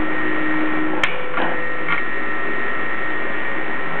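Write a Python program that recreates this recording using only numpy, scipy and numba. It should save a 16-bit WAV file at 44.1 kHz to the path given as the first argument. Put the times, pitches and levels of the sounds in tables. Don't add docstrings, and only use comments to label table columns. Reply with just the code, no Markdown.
import sys
import numpy as np
from scipy import signal
from scipy.fft import rfft, irfft
from scipy.io import wavfile
from scipy.ndimage import map_coordinates
from numba import njit

SR = 44100
rng = np.random.default_rng(int(sys.argv[2]) if len(sys.argv) > 2 else 0)


def master(y):
    cut = np.clip(np.atleast_2d(y).T, -1, 1)
    pcm = np.round(cut * 32767)
    wavfile.write(sys.argv[1], SR, pcm.astype(np.int16))


N = 176400
TIME = np.arange(N) / SR
BIN_HZ = np.arange(N // 2 + 1) * SR / N
LN_1000 = np.log(1000)


def undb(db):
    return 10 ** (np.asarray(db) / 20)


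def unit(x):
    return x / np.sqrt(np.mean(x ** 2))


def envelope(rows):
    return undb(np.interp(TIME, *np.array(rows).T))


def drift(rate_hz):
    return unit(map_coordinates(rng.standard_normal(1024), [TIME * rate_hz], mode="mirror"))


def tone(hz, waver_db, drift_hz):
    cycles = np.cumsum(hz + drift_hz * drift(8)) / SR + rng.random()
    return np.sqrt(2) * np.sin(2 * np.pi * cycles) * undb(waver_db * drift(12))


def coloured_noise(points):
    hz, db = np.array(points).T
    gain = undb(np.interp(np.log(np.maximum(BIN_HZ, 1)), np.log(hz), db))
    return unit(irfft(rfft(rng.standard_normal(N)) * gain, N))


def strike(blows, modes, contact_s=0.00077):
    t = TIME[:SR // 2]
    ring = sum((-1) ** k * undb(db) * np.sin(2 * np.pi * hz * t) * np.exp(-LN_1000 * t / t60)
               for k, (hz, db, t60) in enumerate(modes))
    onset = (1 - np.exp(-t / contact_s)) / 2
    impulses = np.zeros(N)
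    for start, db in blows:
        impulses[int(start * SR)] += undb(db)
    return signal.fftconvolve(impulses, ring * onset)[:N]


def reverberation(blows, modes, level_db, t60, width_hz):
    power = sum(undb(2 * db) / (1 + ((BIN_HZ - hz) / (width_hz * np.sqrt(hz / 1000))) ** 2) ** 2
                for hz, db, _ in modes)
    noise = unit(irfft(rfft(rng.standard_normal(N)) * np.sqrt(power), N))
    ages = [(np.maximum(TIME - start, 0), db) for start, db in blows]
    energy = sum(undb(2 * db) * (1 - np.exp(-age / 0.0032)) * np.exp(-2 * LN_1000 * age / t60)
                 for age, db in ages)
    return undb(level_db) * noise * np.sqrt(energy)


# frequency in Hz, relative density in dB.
WHIR_SPECTRUM = [(25, -17.5), (70, -24), (110, -8), (170, -3), (260, 1), (400, 2), (470, 0.5), (570, -0.5),
                 (680, 0), (900, 0), (1180, -0.5), (1280, -4), (1420, 1), (1600, -2.5), (1760, -0.5),
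                 (1850, 2.5), (1970, -2), (2150, -5), (2300, 1), (2480, -10.5), (2900, -12), (3400, -16.5),
                 (3900, -30), (4400, -27.5)]
# time in seconds, level in dB.
WHIR_ENVELOPE = [(0, -28), (.75, -26.5), (1.0, -29.5), (1.3, -31.5), (1.8, -32), (2.05, -31), (3, -29.5),
                 (4, -28)]

def bearings_and_fan(gear_phase, shaft_hz=61.2):
    pulsing = 1 + 0.11 * np.sin(gear_phase) + 0.19 * np.sin(2 * np.pi * shaft_hz * TIME)
    flicker = undb(0.5 * drift(25))
    return coloured_noise(WHIR_SPECTRUM) * unit(pulsing) * flicker * envelope(WHIR_ENVELOPE)


# frequency in Hz, level in dB.
HUM_TONES = [(120, -53), (388, -47), (501, -48.5), (550, -43), (1039, -47), (1403, -50.5), (1808, -46.5)]
# time in seconds, level in dB.
DRONE_ENVELOPE = [(0, -47), (.6, -46), (1.0, -40.5), (1.2, -50.5), (1.8, -51), (1.91, -37), (2.1, -51),
                  (3.4, -58.5), (3.9, -45)]

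def motor_and_frame():
    hum = sum(undb(db) * tone(hz, waver_db=2.5, drift_hz=1.17) for hz, db in HUM_TONES)
    return hum + tone(166.5, waver_db=3, drift_hz=1.5) * envelope(DRONE_ENVELOPE)


# multiple of the gear frequency, level in dB.
GEAR_HARMONICS = [(1, -56.5), (9, -43), (13, -40), (14, -30), (15, -41.5), (16, -43.5), (19, -57),
                  (20, -48.5)]
# frequency in Hz, relative density in dB.
MESH_SPECTRUM = [(900, -24.5), (1700, -7), (1850, 1), (1980, -9.5), (2300, -6), (2500, -14), (3300, -19),
                 (4300, -29.5)]
# time in seconds, gain in dB.
WHINE_ENVELOPE = [(0, -2), (.3, 1.5), (.8, -1.5), (.92, -12), (1.03, -17), (1.33, -10.5), (1.47, -1),
                  (2.1, 1), (2.7, 1.5), (3.2, 0.5), (3.6, -0.5), (4, -2.5)]
TENTH_ENVELOPE = [(0, -38.5), (.8, -35.5), (1.1, -40), (1.6, -37.5), (2.7, -35), (3.1, -37.5),
                  (3.35, -53.5), (3.8, -37)]

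def gears(gear_phase, flutter_db=1.2, mesh_db=-38):
    def harmonic(order):
        flutter = undb(flutter_db * drift(14))
        return np.sqrt(2) * flutter * np.sin(order * gear_phase + 2 * np.pi * rng.random())

    whine = sum(undb(db) * harmonic(order) for order, db in GEAR_HARMONICS)
    mesh = undb(mesh_db) * coloured_noise(MESH_SPECTRUM)
    return (whine + mesh) * envelope(WHINE_ENVELOPE) + harmonic(10) * envelope(TENTH_ENVELOPE)


# frequency in Hz, relative level in dB, T60 in seconds.
BED_MODES = [(232, -9, 0.37), (257, -7.5, 0.15), (313.4, 0.5, 0.37), (363, 0, 0.11), (404, -0.5, 0.19),
             (420.7, -7, 0.14)]
# time in seconds, level in dB.
RATTLE_ENVELOPE = [(1.3, -40), (1.9, -37.5), (2.03, -33), (2.33, -31.5), (2.4, -38.5), (2.47, -32.5),
                   (2.58, -30.5), (2.63, -37), (2.77, -32.5), (2.97, -35), (3.5, -36.5), (3.57, -32),
                   (3.66, -38), (4, -38)]

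def table_rattle(tick_hz=41.64, jitter=0.1, scatter_db=2):
    ticks = [((k + jitter * late) / tick_hz, scatter_db * size)
             for k, (late, size) in enumerate(rng.standard_normal((200, 2)))]
    ticks = [(max(start, 0), db) for start, db in ticks if start < N / SR]
    return unit(strike(ticks, BED_MODES)) * envelope(RATTLE_ENVELOPE)


# time in seconds, level in dB.
FIRST_DRIVE = [(0, -26), (.17, -30), (.3, -25), (.38, -27), (.76, -24.5), (.86, -24.5), (.92, -27.5),
               (1.03, -31.5)]
SECOND_DRIVE = [(.9, -51), (.99, -29.5), (1.06, -44), (1.12, -32.5), (1.4, -30.5), (1.6, -34.5),
                (1.85, -38.5), (2.0, -57)]

def axis_drives(stop_s=1.038, ramp_s=0.012):
    running = np.clip((stop_s - TIME) / ramp_s + .5, 0, 1)
    first = tone(310.8, waver_db=1.5, drift_hz=0.37) * envelope(FIRST_DRIVE)
    side_tone = undb(-40) * tone(364.5, waver_db=5, drift_hz=0.8)
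    second = tone(501.5, waver_db=1, drift_hz=0.51) * envelope(SECOND_DRIVE)
    return (first + side_tone) * running + second


# start in seconds, level in dB.
SLIDE_BLOWS = [(.933, -20.5), (.975, -19), (.984, -25.5), (1.138, -26), (1.374, -16), (1.387, -21),
               (1.399, -13), (1.416, -16), (1.421, -12), (1.428, -21), (1.451, -23), (1.462, -23.5),
               (1.513, -20)]
# frequency in Hz, level in dB, T60 in seconds.
SLIDE_MODES = [(183, -12, 0.054), (267.6, -4.5, 0.053), (340, -3.5, 0.056), (531, -4.5, 0.062),
               (680, -2.5, 0.05), (840, 0, 0.036), (1030, -5.5, .035), (1477, -6, 0.06),
               (1670, -5.5, 0.091), (2280, -15, 0.033), (2520, -14.5, 0.034), (2950, -15.5, .03)]

def slide_knocks():
    tail = reverberation(SLIDE_BLOWS, SLIDE_MODES, level_db=-9, t60=0.38, width_hz=84)
    return strike(SLIDE_BLOWS, SLIDE_MODES) + tail


# start in seconds, level in dB, extra gain of the upper modes in dB.
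STEEL_BLOWS = [(1.337, -20, -7), (1.37, -12.5, -25), (1.885, -19.5, 7), (1.9, -16.5, -20.5),
               (1.905, -18.5, 4), (1.9218, -16, 7), (1.929, -14, -17), (1.943, -22, 0), (1.978, -20.5, 9)]
# frequency in Hz, level in dB, T60 in seconds.
STEEL_MODES = [(1154, 3, 0.059), (1403, 2.5, 0.085), (2124, 3.5, .05), (2306, -3, 0.052), (3115, -13, .04)]

def loose_steel(split_hz=1800):
    lower_blows = [(start, db) for start, db, _ in STEEL_BLOWS]
    upper_blows = [(start, db + extra) for start, db, extra in STEEL_BLOWS]
    lower = strike(lower_blows, [mode for mode in STEEL_MODES if mode[0] < split_hz])
    upper = strike(upper_blows, [mode for mode in STEEL_MODES if mode[0] >= split_hz])
    return lower + upper + reverberation(lower_blows, STEEL_MODES, level_db=-10, t60=0.22, width_hz=300)


# start in seconds, boom level in dB, tick level in dB.
HARD_BLOWS = [(1.418, -31.5, -24), (1.452, -27, -38), (1.922, -35, -23.5)]
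# frequency in Hz, level in dB, T60 in seconds.
FRAME_MODES = [(174, -2.5, .3), (254, 2.5, 0.49), (332, 6, .25)]
# frequency in Hz, relative density in dB.
TICK_SPECTRUM = [(600, -17), (2000, 3), (3200, 1), (4200, -14.5)]

def hard_blows(tick_t60=0.03):
    bursts = sum(undb(db) * (TIME > start) * np.exp(-LN_1000 * np.abs(TIME - start) / tick_t60)
                 for start, _, db in HARD_BLOWS)
    boom = strike([(start, db) for start, db, _ in HARD_BLOWS], FRAME_MODES)
    return coloured_noise(TICK_SPECTRUM) * bursts + boom


# start in seconds, level in dB.
STOP_BLOWS = [(1.0345, -2.5), (1.0367, 2.5), (1.0389, -10)]
# frequency in Hz, level in dB, T60 in seconds.
CLUNK_MODES = [(150, -18, .04), (507, -18.5, .03), (700, -9, 0.021), (1140, -3, 0.052), (1482, -8, 0.049),
               (1790, 1, 0.0099), (2306, 4.5, 0.015), (2352, -6.5, .025), (2883, -3.5, .02),
               (3214, -11.5, .025), (3420, -13.5, .02)]
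AFTER_RING_MODES = [(1141, -31, 1), (1440, -33, .7), (1803, -35, 0.92), (2000, -43, .45), (2401, -28.5, .6),
                    (2610, -41, .45), (2930, -34, 0.49)]

def stop_clunk():
    clunk = strike(STOP_BLOWS, CLUNK_MODES)
    after_ring = strike(STOP_BLOWS[:1], AFTER_RING_MODES)
    crash = reverberation(STOP_BLOWS, CLUNK_MODES, level_db=-15, t60=0.12, width_hz=220)
    tail = reverberation(STOP_BLOWS, CLUNK_MODES, level_db=-27.5, t60=0.97, width_hz=89)
    return clunk + after_ring + crash + tail


def scene():
    gear_hz, wow = 133.44, 0.00039
    gear_phase = 2 * np.pi * np.cumsum(gear_hz * (1 + wow * drift(5))) / SR
    idle = bearings_and_fan(gear_phase) + motor_and_frame() + gears(gear_phase)
    travel = table_rattle() + axis_drives()
    impacts = slide_knocks() + loose_steel() + hard_blows() + stop_clunk()
    return (idle + travel + impacts)[None]


def lowpass(x, hz, order):
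    f = np.arange(N + 1) * SR / (2 * N)
    mirrored = np.concatenate([x, x[::-1]])
    return irfft(rfft(mirrored) / np.sqrt(1 + (f / hz) ** (2 * order)))[:N]


@njit
def follow_level(x, attack_s, release_s):
    out, level = np.empty(len(x)), 0.
    for i in range(len(x)):
        level += (x[i] - level) / (SR * (attack_s if x[i] > level else release_s))
        out[i] = level
    return out


def record(dry):
    threshold_db, duck_slope = -12.5, 0.4
    offset, ceiling = -0.146, 0.719
    narrow = lowpass(dry[0], hz=4030, order=36)
    level = follow_level(np.abs(narrow), attack_s=0.0041, release_s=0.27)
    gain = np.minimum(undb(threshold_db) / (level + 1e-9), 1) ** duck_slope
    clipped = np.clip(narrow * gain, -ceiling - offset, ceiling - offset)
    return lowpass(clipped, hz=15800, order=30)[None] + offset


dry = scene()
out = record(dry)
master(out)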